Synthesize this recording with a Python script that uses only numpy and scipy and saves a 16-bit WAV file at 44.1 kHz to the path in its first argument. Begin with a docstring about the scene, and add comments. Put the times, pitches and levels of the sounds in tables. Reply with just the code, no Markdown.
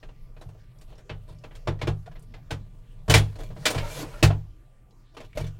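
"""On a desk in a small room, a disk drive is worked loose inside a sheet-metal case.
It ticks and knocks against its bay, breaks free with a double clack, slides out and drops back on the case.
Blows ring the case with decaying sines and noise, and thuds make the desk boom with low sines.
Scraping metal and rubbing fingers are grainy noise through the case's resonances.
Under it all lie rumble from the hands, soft air noise and a low hum."""
import sys
import numpy as np
from scipy import signal
from scipy.io import wavfile
from scipy.ndimage import map_coordinates

SR = 44100
rng = np.random.default_rng(int(sys.argv[2]) if len(sys.argv) > 2 else 0)


def wav_record(signal):
    """Record a signal, one row per channel, as 16-bit PCM in the file named by sys.argv[1]."""
    frames = np.transpose(np.atleast_2d(signal))
    bounded = np.clip(frames, -1, 1)
    # unit amplitude maps onto the largest positive 16-bit level
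    quanta = np.round(bounded * 32767).astype(np.int16)
    wavfile.write(sys.argv[1], SR, quanta)


N = 246519
TIME = np.arange(N) / SR
AGE = TIME[:SR // 2]   # seconds since a blow
# 25 neighbouring frequency bands, from low to high
EDGES = np.geomspace(18, 17000, 26)
CENTRES = np.sqrt(EDGES[1:] * EDGES[:-1])
BANK = [signal.butter(2, pair, "band", fs=SR, output="sos") for pair in zip(EDGES, EDGES[1:])]


def from_db(db):
    """Decibels to gain."""
    return 10 ** (np.asarray(db) / 20)


def rms_one(x):
    """Scale to an rms (average strength) of 1."""
    return x / np.sqrt(np.mean(x ** 2) + 1e-20)


def level(curve):
    """Gain over time from rows of (seconds, dB)."""
    return from_db(np.interp(TIME, *np.transpose(curve)))


def at_hz(points, hz):
    """Read a table between its rows, on a log-frequency axis."""
    freqs, values = np.transpose(points)
    return np.interp(np.log(hz), np.log(freqs), values)


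def add(track, s, sound):
    """Mix a sound into a track at s seconds."""
    start = max(round(s * SR), 0)
    track[start:start + len(sound)] += sound[:N - start]


def dying(t60, hold=0):
    """Envelope that stays level for hold seconds, then falls 60 dB in t60 seconds."""
    return np.exp(-np.log(1000) * np.maximum(AGE - hold, 0) / t60)


def swell(start, length, attack_s, release_s):
    """Gain of one movement: it rises, holds until its length is over and dies away."""
    rise = np.clip((TIME - start) / attack_s, 0, 1)
    return rise * np.exp(-np.maximum(TIME - start - length, 0) / release_s)


def wander(per_s):
    """A random value with a spread near 1: straight lines between per_s fresh points a second."""
    knots = np.arange(0, TIME[-1] + 1, 1 / per_s)
    return np.interp(TIME, knots, rng.standard_normal(len(knots)))


def coloured(spectrum, flicker_db):
    """Noise in bands, each flickering in level by itself; rms 1."""
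    white = rng.standard_normal((2, N))
    out = np.zeros(N)
    for k, (sos, hz) in enumerate(zip(BANK, CENTRES)):
        gain = from_db(at_hz(spectrum, hz) + flicker_db * wander(13))
        out += gain * signal.sosfilt(sos, white[k % 2])
    return rms_one(out)


# Still air of the room. Each row: frequency in Hz, relative level in dB per Hz.
AIR_COLOUR = [(20, -1), (130, -22.5), (280, -24.5), (500, -32), (1200, -38.5), (7000, -51.5), (16000, -59)]
AIR_DB = -53
# Electrical hum. Each row: frequency in Hz, rms level in dB.
HUM_TONES = [(120, -61.5), (1180, -78.5)]


def room_tone():
    """Still air is soft coloured noise; the faint electrical hum is a few steady sines."""
    hum = sum(from_db(db) * np.sqrt(2) * np.sin(2 * np.pi * hz * TIME) for hz, db in HUM_TONES)
    return hum + from_db(AIR_DB) * coloured(AIR_COLOUR, flicker_db=6.0)


# Ringing tones of drive and case; the knocks play them too.
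# Each row: frequency in Hz, relative level in dB, time to fall 60 dB in seconds.
CASE_MODES = [(275.7, -14.5, 0.16), (318, -11.5, 0.064), (456, -5, 0.12), (619, 0, 0.065),
              (980, -11.5, 0.089), (1430, -17.5, 0.061), (1628, -26.5, .13), (1907, -16, 0.12),
              (2337, -9, 0.077), (2660, -15.5, 0.11), (2917, -10.5, 0.03), (3322, -15, 0.074),
              (3577, -16.5, 0.16), (4270, -15, 0.11), (4750, -17, 0.13), (5360, -19.5, 0.076),
              (6500, -27.5, 0.12), (10200, -35.5, 0.16)]


def case_resonance(x, width_hz, ring_db, shift_db, bend_s=0.0015):
    """Each case mode lifts a steady sound, swelling and bending as the point of contact travels; rms 1."""
    radius = np.exp(-np.pi * width_hz / SR)
    out = x.copy()
    for hz, db, _ in CASE_MODES:
        poles = [1, -2 * radius * np.cos(2 * np.pi * hz / SR), radius ** 2]
        # half the table's dB: steady rubbing brings out the modes more evenly than a blow
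        drive = x * from_db(db / 2 + ring_db + shift_db * wander(13))
        out += signal.lfilter([1, 0, -1], poles, drive) * (1 - radius ** 2) / 2
    # reading a little early or late bends the pitch
    read_at = (TIME + bend_s * wander(10)) * SR
    return rms_one(map_coordinates(out, [read_at], order=3, mode="mirror"))


def friction(gain, colour, catches_per_s, spread_db, t60, smooth_share):
    """Surfaces catch and let go at random; each catch is a brief burst of noise in the case."""
    strengths = from_db(spread_db * np.minimum(rng.exponential(1, N), 3))
    catches = (rng.random(N) < catches_per_s / SR) * strengths
    power = np.maximum(signal.fftconvolve(catches ** 2, dying(t60) ** 2)[:N], 0)
    share = np.clip(smooth_share, 0, 1)
    grain = np.sqrt(share + (1 - share) * power / power.mean())
    rough = grain * coloured(colour, flicker_db=2.5)
    return gain * case_resonance(rough, width_hz=50, ring_db=10.0, shift_db=5.5)


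# How firmly the hands work the case. Each row: time in seconds, base level in dB.
GRIP = [(0.0, -47.5), (0.72, -47.5), (1.74, -43.5), (2.99, -45.5), (3.22, -36), (4.16, -41.5), (4.93, -62),
        (5.59, -44.5)]
# Finger strokes on case and cables. Each row: start in seconds, length in seconds, rub level in dB.
STROKES = [(0.874, 0.063, -62), (1.278, 0.034, -55.5), (3.396, 0.043, -48.5), (5.135, 0.12, -59),
           (5.35, 0.11, -47)]
STROKE_ATTACK_S, STROKE_RELEASE_S = 0.0087, 0.019
# Tone of the rubbing. Each row: frequency in Hz, relative level in dB per Hz.
RUB_COLOUR = [(120, -24), (250, -12), (480, -1.5), (680, -11), (850, -8), (1600, -13.5), (4100, -17),
              (16000, -28.5)]
# Tone of the rocking. Each row: frequency in Hz, relative level in dB per Hz.
RUMBLE_COLOUR = [(20, 4.5), (33, 1), (54, -23.5), (81, -28), (105, -9), (150, -13), (185, -41.5),
                 (400, -63.5)]
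RUMBLE_DB, GRIP_RUB_DB = 2, -23.5   # rumble and resting rub, compared with the grip
STROKE_PUSH_DB = 11   # rumble that a stroke adds, compared with its rub


def fingers():
    """Skin rubs and the case rocks on the desk as long as the hands grip, and more with each stroke."""
    strokes = sum(from_db(db) * swell(s, length, STROKE_ATTACK_S, STROKE_RELEASE_S)
                  for s, length, db in STROKES)
    grip = level(GRIP)
    rub_gain = strokes + from_db(GRIP_RUB_DB) * grip
    rub = friction(rub_gain, RUB_COLOUR, catches_per_s=130, spread_db=3.0, t60=0.06, smooth_share=0.25)
    rocking = from_db(RUMBLE_DB) * grip + from_db(STROKE_PUSH_DB) * strokes
    return rub + rocking * coloured(RUMBLE_COLOUR, flicker_db=4.5)


# The countless crowded panel modes; the knocks read both tables too.
# Each row: frequency in Hz, relative level in dB per Hz.
PANEL = [(100, -9), (330, 4), (700, 1), (1100, -2), (1500, 1.5), (2700, 1), (4200, -2), (6000, -6.5),
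         (8200, -8), (10500, -17.5), (15500, -19.5)]
# Each row: frequency in Hz, time to fall 60 dB in seconds.
PANEL_T60 = [(200, 0.23), (700, 0.18), (1800, 0.12), (13000, 0.099)]


def band_gains(spectrum):
    """Rms of each band for a spectrum given per Hz; total power 1."""
    gains = from_db(at_hz(spectrum, CENTRES)) * np.sqrt(np.diff(EDGES))
    return gains / np.linalg.norm(gains)


def panel_ring(hold, crack_db, crack_s, tail_db, room_t60):
    """Crowded panel modes as noise bands: a crack, a short hold, a fast decay and a faint room tail."""
    white = rng.standard_normal((2, len(AGE)))
    bands = []
    crack = 1 + from_db(crack_db) * np.exp(-AGE / crack_s)
    tail = from_db(tail_db) * dying(room_t60)
    for k, (sos, hz) in enumerate(zip(BANK, CENTRES)):
        envelope = crack * dying(at_hz(PANEL_T60, hz), hold) + tail
        band = signal.sosfilt(sos, white[k % 2] * envelope)
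        # give every band the strength of its envelope
        bands.append(band * np.linalg.norm(envelope) / np.linalg.norm(band))
    return np.array(bands) * band_gains(PANEL)[:, None]


# Metal contacts. Each row: start in seconds, base clack level in dB, hollow body in dB compared with
# the clack, sharp edge in dB compared with the clack, ring of the struck part in Hz.
KNOCKS = [(0.028, -52.5, 3.5, -24, 1840), (0.088, -59.5, 5.5, -26, 2780), (0.365, -60, 6, -27, 2500),
          (0.411, -55.5, 9, -9, 3940), (0.488, -66.5, 13.5, -7, 2760), (0.548, -72, 15.5, -39, 1380),
          (0.811, -60.5, 1, -4, 4660), (0.921, -66.5, 15, -31, 736), (0.979, -60.5, 5.5, -10, 5540),
          (1.094, -39, 0.5, -34, 2610), (1.292, -63.5, 11.5, -12, 3740), (1.437, -49.5, 5, -22, 2635),
          (1.509, -55, 1.5, -49, 2000), (1.551, -53, -2, -9, 3300), (1.672, -33.5, 7, -23.5, 1154),
          (1.79, -55.5, 2.5, -20, 1900), (1.814, -33.5, 2, -23.5, 2240), (1.871, -34.5, 5.5, -19, 2340),
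          (2.059, -56, 4.5, -18, 1803), (2.113, -59.5, 5.5, -20, 1669), (2.154, -56, 3, -31, 2050),
          (2.338, -51, 1.5, -23, 2050), (2.371, -70, 8, -31, 2120), (2.506, -34.5, 1.5, -15, 1514),
          (3.08, -42, 12.5, -12, 1090), (3.097, -20.5, -0.5, -8, 3020), (3.139, -13, -4.5, -13, 2350),
          (3.176, -32.5, -2.5, -7.5, 3320), (3.355, -56, 8, -8.5, 4297), (3.387, -56, 14, -5, 2030),
          (3.502, -58, 12, -19, 690), (3.563, -55.5, 11, -19.5, 2030), (3.654, -17.5, -8.5, -11.5, 2352),
          (3.702, -37.5, 8, 0.5, 4200), (3.745, -37, 8, -14, 2270), (3.778, -32.5, -4, -19, 2340),
          (4.029, -51, 13, -18, 1010), (4.227, -19, -2, -11, 2583), (4.302, -40.5, 10.5, -38, 1420),
          (5.167, -45.5, 3.5, -18.5, 1216), (5.202, -50, 6.5, -14.5, 2160), (5.372, -41, 6, -8.5, 2160),
          (5.401, -50.5, 11.5, -5, 5550), (5.468, -53.5, 0, -10, 5940)]
# a blow louder than HARD_DB rebounds twice, weaker each time
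HARD_DB, REBOUND_S, REBOUND_LOSS_DB = -26, 0.01, 8.5


def contacts(count=3):
    """Every knock, with the rebounds of the hard ones."""
    return [(s + k * REBOUND_S, db - k * REBOUND_LOSS_DB, body_db, edge_db, ring_hz)
            for s, db, body_db, edge_db, ring_hz in KNOCKS
            for k in range(count if db > HARD_DB else 1)]


def knocks(panel_db, modes_db, spot_db, local_db, local_t60, scatter_db,
           usual_body_db, usual_edge_db, rise_s, count=36):
    """Every contact rings the same case; where and how hard it lands sets its colour."""
    out = np.zeros(N)
    for s, clack_db, body_db, edge_db, ring_hz in contacts():
        # more body lifts the lows, more edge lifts the highs
        body, edge = body_db - usual_body_db, edge_db - usual_edge_db
        colour = [(620, body), (1000, 0.8 * body), (2000, 0.006), (3200, 0.0074), (9000, edge)]
        bands = panel_ring(hold=0.0085, crack_db=3.0, crack_s=0.00025, tail_db=-26.0, room_t60=0.4)
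        panels = from_db(at_hz(colour, CENTRES)) @ bands
        # each spot of the sheet metal also favours a scatter of modes of its own
        spot_hz = np.geomspace(700, 13000, count) * np.exp(0.055 * rng.standard_normal(count))
        spot_level = at_hz(PANEL, spot_hz) + spot_db + 10 * np.log10(spot_hz / spot_hz.mean())
        spot = np.transpose([spot_hz, spot_level, at_hz(PANEL_T60, spot_hz)])
        hz, db, t60 = np.vstack([CASE_MODES, spot]).T
        mode_db = db + at_hz(colour, hz) + scatter_db * rng.standard_normal(len(hz))
        strengths = from_db(mode_db) * rng.choice([-1, 1], len(hz))
        ring = strengths @ (np.sin(2 * np.pi * hz[:, None] * AGE) * dying(t60[:, None]))
        local = np.sin(2 * np.pi * ring_hz * AGE) * dying(local_t60)
        blow = from_db(panel_db) * panels + from_db(modes_db) * ring + from_db(local_db) * local
        add(out, s, from_db(clack_db) * blow * (1 - np.exp(-AGE / rise_s)))
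    return out


# The weight of the case lands on the desk. Each row: start in seconds, base level in dB.
THUDS = [(0.45, -33), (1.096, -30), (1.294, -36), (1.67, -18.5), (1.816, -24.5), (1.871, -16.5),
         (2.507, -24.5), (3.081, -10), (3.138, -7.5), (3.747, -20), (4.225, -5), (5.399, -23.5),
         (5.446, -31)]
# Boom of desk and room.
# Each row: frequency in Hz, relative level in dB, time to fall 60 dB in seconds.
DESK_MODES = [(37.53, -8, 0.24), (57.67, -6, 0.3), (69, -18.5, 0.61), (102.76, 1, 0.37), (130, 0, 0.084),
              (150.1, -2, 0.32), (202.3, -13.5, 0.19)]


def thumps(swell_s):
    """Each thud carries through to desk and room, whose low modes take a moment to build up."""
    boom = np.zeros(len(AGE))
    for k, (hz, db, t60) in enumerate(DESK_MODES):
        boom += (-1) ** k * from_db(db) * np.sin(2 * np.pi * hz * AGE) * dying(t60)
    boom *= 1 - np.exp(-AGE / swell_s)
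    out = np.zeros(N)
    for s, db in THUDS:
        add(out, s, from_db(db) * boom)
    return out


# Thin bright ticks, some alone and some as the sharp ring of a blow.
# Each row: start in seconds, pitch in Hz, base level in dB.
TICKS = [(0.786, 5600, -61), (0.955, 5140, -64), (1.095, 2954, -41.5), (1.386, 5240, -60),
         (1.675, 3440, -51), (2.194, 8500, -61), (2.225, 9100, -60), (3.139, 3339, -16.5),
         (3.176, 10140, -37), (4.908, 3973, -62.5), (5.33, 2240, -47)]


def ticks(octaves, snap_t60, snap_db, ring_db, ring_t60):
    """A snap of noise with a thin ring: a narrow noise burst and a sine at the same pitch."""
    out = np.zeros(N)
    for s, hz, db in TICKS:
        limits = hz * 2 ** (octaves * np.array([-0.5, 0.5]))
        thin = signal.butter(2, limits, "band", fs=SR, output="sos")
        snap = signal.sosfilt(thin, rng.standard_normal(len(AGE)) * dying(snap_t60))
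        ring = np.sin(2 * np.pi * hz * AGE) * dying(ring_t60)
        add(out, s, from_db(db + snap_db) * snap + from_db(db + ring_db) * ring)
    return out


# Low hollow rings of drive and case, most under the blows.
# Each row: start in seconds, pitch in Hz, base level in dB.
HOLLOW_RINGS = [(1.671, 971, -32.5), (1.675, 340, -19), (1.874, 355, -16.5), (2.076, 710, -35.5),
                (3.656, 625, -23.5), (3.702, 576, -22), (3.746, 622, -24), (4.028, 311, -24),
                (4.226, 335, -9), (4.303, 679, -20.5), (5.373, 610, -21.5)]


def hollow_rings(length_s, jitter, overtone_db, t60, count=6):
    """A few quick, nearly even pulses, each a dying sine and its octave, make one hollow ring."""
    out = np.zeros(N)
    for s, hz, db in HOLLOW_RINGS:
        octave = from_db(overtone_db) * np.sin(4 * np.pi * hz * AGE)
        pulse = (np.sin(2 * np.pi * hz * AGE) + octave) * dying(t60)
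        # about one pulse per cycle of the pitch, each weaker as time passes
        for delay in np.cumsum(1 + jitter * rng.standard_normal(count)) / hz:
            add(out, s + delay - 1 / hz, from_db(db) * np.exp(-delay / length_s) * pulse / 2)
    return out


# The drive slides along its bay.
# Each row: time in seconds, base level of the grinding in dB, base level of the fine hiss in dB.
SLIDE = [(3.814, -40, -55.5), (3.867, -40, -54), (3.91, -43, -48.5), (4.0, -37, -46), (4.025, -40, -48),
         (4.06, -45, -63), (4.212, -47, -61.5)]
SLIDE_START_S, SLIDE_ATTACK_S = 3.535, 0.16
# Tone of the grinding. Each row: frequency in Hz, relative level in dB per Hz.
GRIND_COLOUR = [(120, -24), (460, -0.5), (900, -3), (2700, -11), (4500, -21), (16000, -73)]
# Tone of the fine hiss. Each row: frequency in Hz, relative level in dB per Hz.
HISS_COLOUR = [(400, -28.5), (1500, -6.5), (4000, 2.5), (9000, -2.5), (16000, -11)]
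HISS_GRAIN_DB, HISS_GRAINS_PER_S = 1, 1500   # unevenness of the sliding metal


def slide(grind_db, hiss_db):
    """Edges grind on the sheet metal with a fine, ringing grit; each follows its own level curve."""
    s, grinding, hissing = np.transpose(SLIDE)
    moving = swell(SLIDE_START_S, s[-1] - SLIDE_START_S, SLIDE_ATTACK_S, release_s=0.027)
    pressure = moving * level(np.c_[s, grinding])
    hiss_gain = moving * level(np.c_[s, hissing])
    # the movement counts twice here, so the grinding rises and fades more steeply than the hiss
    grind = friction(moving * pressure, GRIND_COLOUR, catches_per_s=81, spread_db=1.5,
                     t60=0.042, smooth_share=0.67)
    grit = from_db(HISS_GRAIN_DB * wander(HISS_GRAINS_PER_S)) * coloured(HISS_COLOUR, flicker_db=2.5)
    hiss = hiss_gain * case_resonance(grit, width_hz=25, ring_db=7, shift_db=5.5)
    return from_db(grind_db) * grind + from_db(hiss_db) * hiss


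def scene():
    """Room, hands, blows and sliding, summed into one channel."""
    out = room_tone() + fingers()
    out += knocks(panel_db=0, modes_db=0.0, spot_db=-10.5, local_db=3.5, local_t60=0.067, scatter_db=1.0,
                  usual_body_db=-3.5, usual_edge_db=-12.0, rise_s=0.001806)
    out += thumps(swell_s=0.021)
    out += ticks(octaves=0.84, snap_t60=0.056, snap_db=7, ring_db=-9.5, ring_t60=0.2)
    out += hollow_rings(length_s=0.022, jitter=0.23, overtone_db=-15.0, t60=0.038)
    out += slide(grind_db=-0.5, hiss_db=3.5)
    return out[None]


CUTOFF_HZ = 16000


def record(dry):
    """The loudest peaks are rounded and the top is cut steeply."""
    rounded = np.tanh(dry)
    return signal.sosfilt(signal.ellip(10, 0.2, 80, CUTOFF_HZ, fs=SR, output="sos"), rounded)


dry = scene()
out = record(dry)
wav_record(out)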